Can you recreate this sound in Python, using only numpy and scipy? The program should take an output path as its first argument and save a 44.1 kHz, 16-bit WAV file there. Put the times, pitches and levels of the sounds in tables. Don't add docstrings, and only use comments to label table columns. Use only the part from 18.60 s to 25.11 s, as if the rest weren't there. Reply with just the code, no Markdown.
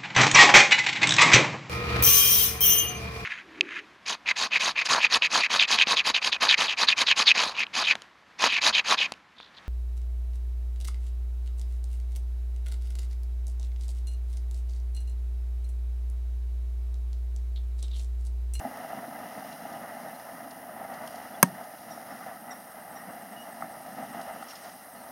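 import sys
import numpy as np
from scipy import signal
from scipy.fft import rfft
from scipy.io import wavfile
from scipy.ndimage import uniform_filter1d

SR = 44100
rng = np.random.default_rng(int(sys.argv[2]) if len(sys.argv) > 2 else 0)


def generate_wav(signal):
    frames = np.transpose(np.atleast_2d(signal))
    scaled = np.clip(frames, -1, 1) * 32767
    pcm = np.round(scaled).astype(np.int16)
    wavfile.write(sys.argv[1], SR, pcm)


N = 287091
T = np.arange(N) / SR


def undb(db):
    return 10 ** (np.asarray(db) / 20)


def unit(x):
    return x / np.sqrt(np.mean(x ** 2))


def curve(points):
    return np.interp(T, *np.transpose(points))


def colour(x, points):
    hz, db = np.transpose(points)
    bins_hz = np.maximum(np.arange(N // 2 + 1) * SR / N, 1)
    gain = undb(np.interp(np.log(bins_hz), np.log(hz), db))
    return unit(np.fft.irfft(rfft(x) * gain, N))


def low_cut(x, hz):
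    return signal.sosfilt(signal.butter(2, hz, "high", fs=SR, output="sos"), x)


def noise():
    return rng.standard_normal(N)


def wander(rate):
    hold = max(int(SR / rate), 1)
    steps = np.repeat(rng.standard_normal(N // hold + 1), hold)
    return unit(uniform_filter1d(steps, hold)[:N])


def steady(x, seconds):
    return x / np.sqrt(uniform_filter1d(x ** 2, int(seconds * SR)) + 1e-9)


def burst(start, rise, decay):
    age = np.maximum(T - start, 0)
    return (1 - np.exp(-age / rise)) * np.exp(-age / decay)


def ring(start, modes, rise, cycles=0.98, size=16000):
    age = np.arange(size) / SR
    tone = np.zeros(size)
    for k, (hz, db, t60) in enumerate(modes):
        swell = 1 - np.exp(-(age / (rise + cycles / hz)) ** 2)
        tone += (-1) ** k * swell * undb(db - 60 * age / t60) * np.sin(2 * np.pi * hz * age)
    out = np.zeros(N + size)
    first = int(np.clip(start * SR, 0, N))
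    out[first:first + size] = tone
    return out[:N]


def breeze(rush_db=0.9, rumble_db=-7.5, gust_db=0.5, rumble_gust_db=2.0, eddy_s=0.029):
    # time in seconds, relative level in dB.
    strength = [(0, -42), (.4, -42.5), (.6, -42.5), (.8, -42.5), (.97, -45), (1.07, -42.5), (1.5, -43.5),
                (1.67, -44.5), (1.77, -44.5), (1.97, -46.5), (2.25, -42.5), (2.7, -45), (3.03, -44),
                (3.18, -48.5), (3.38, -44.5), (3.65, -48), (3.74, -48), (3.84, -46.5), (4.1, -49),
                (4.5, -44.5), (4.67, -47), (4.85, -45.5), (5.15, -44.5), (5.45, -43), (5.6, -43),
                (5.75, -43), (5.85, -48.5), (5.97, -50), (6.3, -50.5), (6.47, -46)]
    # centre in seconds, rush level in dB, rumble level in dB.
    eddies = [(.055, -44, -37.5), (.37, -51, -42), (.67, -59, -48), (.78, -47, -45), (1.06, -53, -46),
              (1.45, -44.5, -46), (1.87, -61, -47), (2.45, -43.5, -51), (3.31, -50, -51),
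              (3.52, -44.5, -45), (3.685, -40.5, -64), (3.91, -43.5, -54), (4.19, -48, -69),
              (4.35, -48, -50), (4.5, -54, -46), (5.04, -42, -49), (5.39, -50, -42.5), (5.6, -43, -48),
              (5.68, -41, -60), (6.07, -45.5, -56)]
    # frequency in Hz, gain in dB.
    rush_eq = [(330, -17), (410, -17.5), (560, -8), (660, 0.5), (800, -0.5), (910, -9.5), (990, -9.5),
               (1080, -16.5), (1260, -8.5), (1450, -14), (1660, -14.5), (1800, -11.5), (2020, -12),
               (2300, -30), (2880, -28.5), (3700, -36), (7000, -60)]
    rumble_eq = [(20, 4.5), (55, -29), (100, -16), (160, -6), (215, 2), (255, 3), (310, -5), (390, -21.5),
                 (600, -47)]
    wind_db = curve(strength) + gust_db * wander(9)
    rush_gain = undb(wind_db + rush_db)
    rumble_gain = undb(wind_db + rumble_db + rumble_gust_db * wander(12))
    for centre, eddy_rush_db, eddy_rumble_db in eddies:
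        swell = np.exp(-((T - centre) / eddy_s) ** 2)
        rush_gain = np.hypot(rush_gain, undb(eddy_rush_db) * swell)
        rumble_gain = np.hypot(rumble_gain, undb(eddy_rumble_db) * swell)
    flutter = undb(1.1 * wander(35) + 0.9 * wander(170))
    rush = steady(colour(noise() * flutter, rush_eq), seconds=0.21)
    rumble = steady(colour(noise() * flutter, rumble_eq), seconds=0.096)
    return rush_gain * rush + rumble_gain * rumble


def body_bumps():
    # start in seconds, peak in dB, brightness tilt in dB per octave.
    blows = [(.049, -22, -5), (.075, -33, -2), (.171, -31.5, 2), (.245, -28, -6), (.330, -24, -4),
             (.478, -31, -19), (.824, -30.5, -6), (1.052, -29.5, -12), (1.398, -31.5, 1),
             (1.528, -31.5, -5), (1.875, -34.5, 5), (2.163, -32.5, -9), (2.214, -29, -4),
             (2.247, -28.5, -3), (3.010, -31.5, 3), (3.375, -31, 2), (3.609, -31.5, 7), (3.712, -34, -3),
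             (3.899, -35, -8), (5.0226, -22.5, 16.5), (5.382, -33, -18), (5.4245, -30.5, 3),
             (5.592, -28, 3), (5.676, -32, -4), (5.708, -30.5, -2), (5.825, -30, 11)]
    # frequency in Hz, relative level in dB, t60 in seconds.
    body_modes = [(248, -14, 0.054), (665, 3.5, 0.048), (791, 4.5, 0.049), (1270, 3.5, 0.015),
                  (1870, -12, 0.0072)]
    out = np.zeros(N)
    for start, peak_db, tilt in blows:
        tilted = [(hz, db + tilt * np.log2(hz / 800), t60) for hz, db, t60 in body_modes]
        blow = ring(start, tilted, rise=0.00053)
        out += blow / np.abs(blow).max() * undb(peak_db)
    return out


def housing_click(start=2.8282, grit_db=2.0, side_hz=1070):
    # frequency in Hz, relative level in dB, t60 in seconds.
    modes = [(186, -1.8, 0.048), (192.5, -26, 0.23), (267, -19.5, 0.082), (377, -30.5, 0.1),
             (576, -10.5, 0.028), (700, -15.5, 0.022), (935, -20.5, 0.07), (1080, -6, 0.025),
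             (1280, -10, 0.026), (1636, -4, 0.02), (1830, -37, 0.18), (2190, -8.5, 0.019),
             (2670, -13.5, 0.014), (3220, -18, 0.013), (5120, -9.5, 0.015), (8420, -9, 0.014),
             (9200, -3.5, 0.012), (9880, -1, 0.012), (11030, -7, 0.0082), (11900, -1, 0.011),
             (13300, -11, .008), (14600, -5, 0.01)]
    # frequency in Hz, gain in dB.
    crack_eq = [(60, -40), (300, -14), (1500, -4), (4000, -17.5), (6500, -6.5), (7600, -18), (8500, 1),
                (9700, -10), (11900, -2), (14500, -9), (15500, -16), (16000, -26)]
    tail_eq = [(60, -30), (400, -5), (1900, -5), (3500, -8.5), (5100, -8), (6300, -4), (7500, -20),
               (8600, 2), (10500, -14), (15000, -28)]
    shudder_eq = [(40, -42), (80, -24), (120, -7), (170, 2), (230, -9), (400, -15.5), (700, -38),
                  (3000, -60)]
    jolt_eq = [(30, 13), (90, -4), (160, -1), (400, 4), (700, -5), (2000, -46)]
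    contact = burst(start - .0003, rise=0.00035, decay=0.0027)
    crack = undb(-5) * steady(colour(noise(), crack_eq), 0.0014) * contact
    side_crack = undb(-26) * steady(colour(noise(), crack_eq), 0.0014) * contact
    grit = colour(noise() * undb(grit_db * wander(450)), tail_eq)
    tail = undb(-35.5) * grit * burst(start, rise=.002, decay=0.019)
    lows = steady(colour(noise(), shudder_eq), 0.018)
    shudder = undb(-36) * lows * burst(start, rise=0.006, decay=0.056)
    housing = low_cut(ring(start - .0001, modes, rise=0.0011, cycles=0.45), hz=125)
    side_modes = [(hz, db - 22 * abs(np.log2(hz / side_hz)), t60) for hz, db, t60 in modes]
    side_ring = undb(-10) * ring(start + .00012, side_modes, rise=0.00095, cycles=0.46)
    air = steady(colour(noise(), jolt_eq), .008)
    jolt = undb(-24) * air * burst(start, rise=.001, decay=0.007)
    return crack + housing + tail + shudder, side_ring + side_crack + jolt


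def leaves(grain_db=1.5, gain_db=5.5):
    # time in seconds, relative level in dB.
    swells = [(0, -64.5), (.27, -62.5), (.5, -64.5), (.85, -61), (1.15, -63.5), (1.5, -63.5), (1.8, -64.5),
              (2.15, -68.5), (2.28, -67), (2.36, -64.5), (2.52, -60.5), (2.8, -64.5), (3.15, -64.5),
              (3.35, -62.5), (3.65, -62.5), (3.82, -68), (4.0, -66), (4.25, -67), (4.8, -65.5), (5.2, -64),
              (5.45, -62.5), (5.8, -63), (6.0, -60), (6.06, -59.5), (6.25, -66.5), (6.45, -64.5)]
    # frequency in Hz, gain in dB.
    rustle_eq = [(1800, 0), (2900, -3.5), (3600, -6), (4050, -1), (4400, -6.5), (4900, 2), (5750, 1.5),
                 (5950, -2), (6750, -4), (7300, -10), (7650, -14.5), (9000, -5.5), (15000, -25)]
    grains = noise() * undb(grain_db * wander(500))
    return undb(curve(swells) + gain_db) * colour(grains, rustle_eq)


def splashes(rise_share=0.14):
    # start in seconds, level in dB, decay in seconds, mist against drops in dB.
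    sprays = [(.171, -50, .005, -5), (.926, -48, 0.0046, -3), (1.127, -49, .005, -12),
              (1.225, -56, .005, -4), (1.596, -50, .006, -6), (1.908, -45, .006, -8),
              (2.335, -51, .012, -10), (2.475, -43, 0.004, 3), (2.556, -48.5, .006, 0),
              (3.038, -50, .006, -5), (4.12, -55, 0.0044, -6), (5.612, -46, .0062, -5),
              (5.823, -51, .008, -1), (5.886, -49, .019, -8), (5.904, -51, .016, -8),
              (5.953, -48, 0.015, -10), (6.035, -54, 0.045, -4)]
    # frequency in Hz, gain in dB.
    drops_eq = [(1500, -23), (3100, 1.5), (3800, -5.5), (4700, 0.5), (5400, 1), (6000, -4), (7000, -3),
                (7700, -19), (10000, -35)]
    mist_eq = [(7000, -40), (7800, -22), (8900, 4), (11000, -2), (15000, -14)]
    drops, mist = np.zeros(N), np.zeros(N)
    for start, db, decay, mist_db in sprays:
        spray = undb(db) * burst(start, rise_share * decay, decay)
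        drops += spray
        mist += undb(mist_db) * spray
    return drops * colour(noise(), drops_eq) + mist * colour(noise(), mist_eq)


def sloshes(gurgle_db=2.5):
    # centre in seconds, length in seconds, level in dB.
    swells = [(1.265, 0.094, -47.5), (1.39, 0.11, -65), (1.504, .06, -54), (1.784, 0.061, -47),
              (2.352, 0.078, -48.5), (2.66, .08, -62), (3.305, 0.092, -59), (3.558, 0.09, -52),
              (3.625, .06, -48), (3.725, 0.11, -48), (3.921, 0.09, -46.5), (4.12, 0.14, -55),
              (4.392, 0.068, -48), (4.506, .1, -52), (4.68, 0.092, -54.5), (5.852, .12, -51.5),
              (6.034, 0.29, -54), (6.296, 0.2, -56.5)]
    # frequency in Hz, gain in dB.
    water_eq = [(300, -25), (500, -7), (800, -9), (1080, -4), (1270, 1.5), (1650, -9.5), (1950, 1.5),
                (2300, -21), (4000, -31), (8000, -55)]
    envelope = sum(undb(db) * np.exp(-(2 * (T - centre) / length) ** 2) for centre, length, db in swells)
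    return envelope * colour(noise() * undb(gurgle_db * wander(120)), water_eq)


def bubbles(decay_s=0.002, glide=.02, pitch_spread=.03, count=6, size=400):
    # centre in seconds, length in seconds, pitch in Hz, level per bubble in dB.
    clusters = [(5.887, .008, 5400, -47), (5.901, .009, 5560, -44), (5.911, .007, 5480, -45),
                (5.924, .016, 5500, -49), (5.956, .005, 5570, -51), (5.957, .006, 5020, -44)]
    out = np.zeros(N + size)
    age = np.arange(size) / SR
    for centre, length, hz, db in clusters:
        for k, (late, detune) in enumerate(rng.random((count, 2))):
            first = int((centre + length * ((k + late) / count - .5)) * SR)
            pitch = hz * (1 + pitch_spread * (2 * detune - 1)) * (1 + glide * age / age[-1])
            ping = np.exp(-age / decay_s) * np.sin(2 * np.pi * np.cumsum(pitch) / SR)
            out[first:first + size] += undb(db) * ping
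    return out[:N]


def birds(arch=0.061, waver=0.0109, lift=.007, echo_db=-9.0, gain_db=-1):
    # centre in seconds, length in seconds, fundamental at the centre in Hz, level in dB.
    chips = [(3.319, .024, 1890, -48.5), (3.917, 0.021, 1925, -43.5), (4.371, 0.03, 1930, -51.5),
             (4.813, 0.035, 1945, -59)]
    whistles = [(0.929, .014, 4050, -58), (1.135, 0.028, 5350, -62), (1.49, .016, 3800, -60.5),
                (1.552, .016, 4200, -60), (1.604, 0.02, 5150, -60), (2.75, 0.021, 3420, -55),
                (3.52, 0.027, 5350, -58), (4.796, 0.073, 2890, -50), (6.39, .06, 4300, -65)]
    # multiple of the fundamental, gain in dB.
    harmonics = [(2, -12), (3, 1), (4, -15)]
    calls = np.zeros(N)
    wobble = waver * wander(900)
    end_notes = [(centre + 0.78 * length, .4 * length, 0.93 * hz, db - 6)
                 for centre, length, hz, db in chips]
    for centre, length, hz, db in chips + end_notes:
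        place = np.clip(2 * (T - centre) / length, -2, 2)
        phase = 2 * np.pi * np.cumsum(hz * (1 + wobble - arch * place ** 2)) / SR
        voice = sum(undb(harmonic_db) * np.sin(k * phase) for k, harmonic_db in harmonics)
        calls += undb(db) * np.exp(-place ** 4) * voice
    for centre, length, hz, db in whistles:
        place = np.clip(2 * (T - centre) / length, -2, 2)
        phase = 2 * np.pi * np.cumsum(hz * (1 + wobble + lift * place)) / SR
        calls += undb(db) * np.exp(-place ** 8) * np.sin(phase)
    scatter = (noise() * burst(0, rise=.002, decay=.045))[:SR]
    echo = signal.fftconvolve(calls, scatter / np.linalg.norm(scatter))[:N]
    return undb(gain_db) * (calls + undb(echo_db) * echo)


def insect(start=3.66, fade_s=.24, chirps_per_s=9.918, pitch_hz=8370, level_db=-53.5):
    cycle = (T * chirps_per_s + .63) % 1 - .5
    opening = np.exp(-((cycle + 0.16) / .066) ** 2)
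    closing = np.exp(-(cycle / .066) ** 2)
    hz = pitch_hz - 110 * opening + 55 * wander(700)
    strokes = (closing + undb(-7) * opening) * undb(1.2 * wander(40))
    scatter = undb(-16) * wander(250)
    fade_in = np.clip((T - start) / fade_s, 0, 1)
    return undb(level_db) * fade_in * (strokes + scatter) * np.sin(2 * np.pi * np.cumsum(hz) / SR)


def far_insects(shimmer_db=2.0):
    # time in seconds, level in dB.
    swells = [(0, -66), (.35, -59.5), (.5, -69), (.7, -61), (1.25, -65.5), (2.05, -69), (2.62, -63),
              (3.05, -70), (3.65, -70), (3.82, -71), (4.6, -67.5), (5.2, -71), (5.42, -62.5), (5.9, -61),
              (6.25, -71)]
    # frequency in Hz, gain in dB.
    chorus_eq = [(2000, -43), (2550, -15), (2780, -0.5), (2900, -2), (3100, -9.5), (3600, -18), (5000, -50)]
    return undb(curve(swells)) * colour(noise() * undb(shimmer_db * wander(60)), chorus_eq)


def microphone_hiss(level_db=-53.0):
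    # frequency in Hz, gain in dB.
    hiss_eq = [(3000, -20.5), (6800, -15), (7700, -33), (8100, -13), (8600, -5), (8950, -0.5), (9400, -1),
               (11200, 1.5), (13000, -1.5), (16000, -5)]
    return undb(level_db) * colour(noise(), hiss_eq)


def port_wind(level_db=-67.5):
    # frequency in Hz, gain in dB.
    wind_eq = [(25, 13.5), (70, 5), (120, 2), (230, 1.5), (400, 6), (700, -2), (1300, -5.5), (2400, -106),
               (4400, -40), (8000, -30.5), (15000, -59)]
    return undb(level_db) * colour(noise(), wind_eq)


def scene():
    hiss = microphone_hiss()
    click_mid, click_side = housing_click()
    mid = breeze() + body_bumps() + click_mid
    mid += leaves() + splashes() + sloshes() + bubbles()
    mid += birds() + insect() + far_insects() + hiss
    side = port_wind() + click_side
    return np.array([mid + side, mid - side])


def record(dry, low_cut_hz=95, top_hz=15800):
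    clipped = np.clip(low_cut(dry, low_cut_hz), -1, 1)
    return signal.sosfilt(signal.ellip(10, .1, 70, top_hz, fs=SR, output="sos"), clipped)


dry = scene()
out = record(dry)
generate_wav(out)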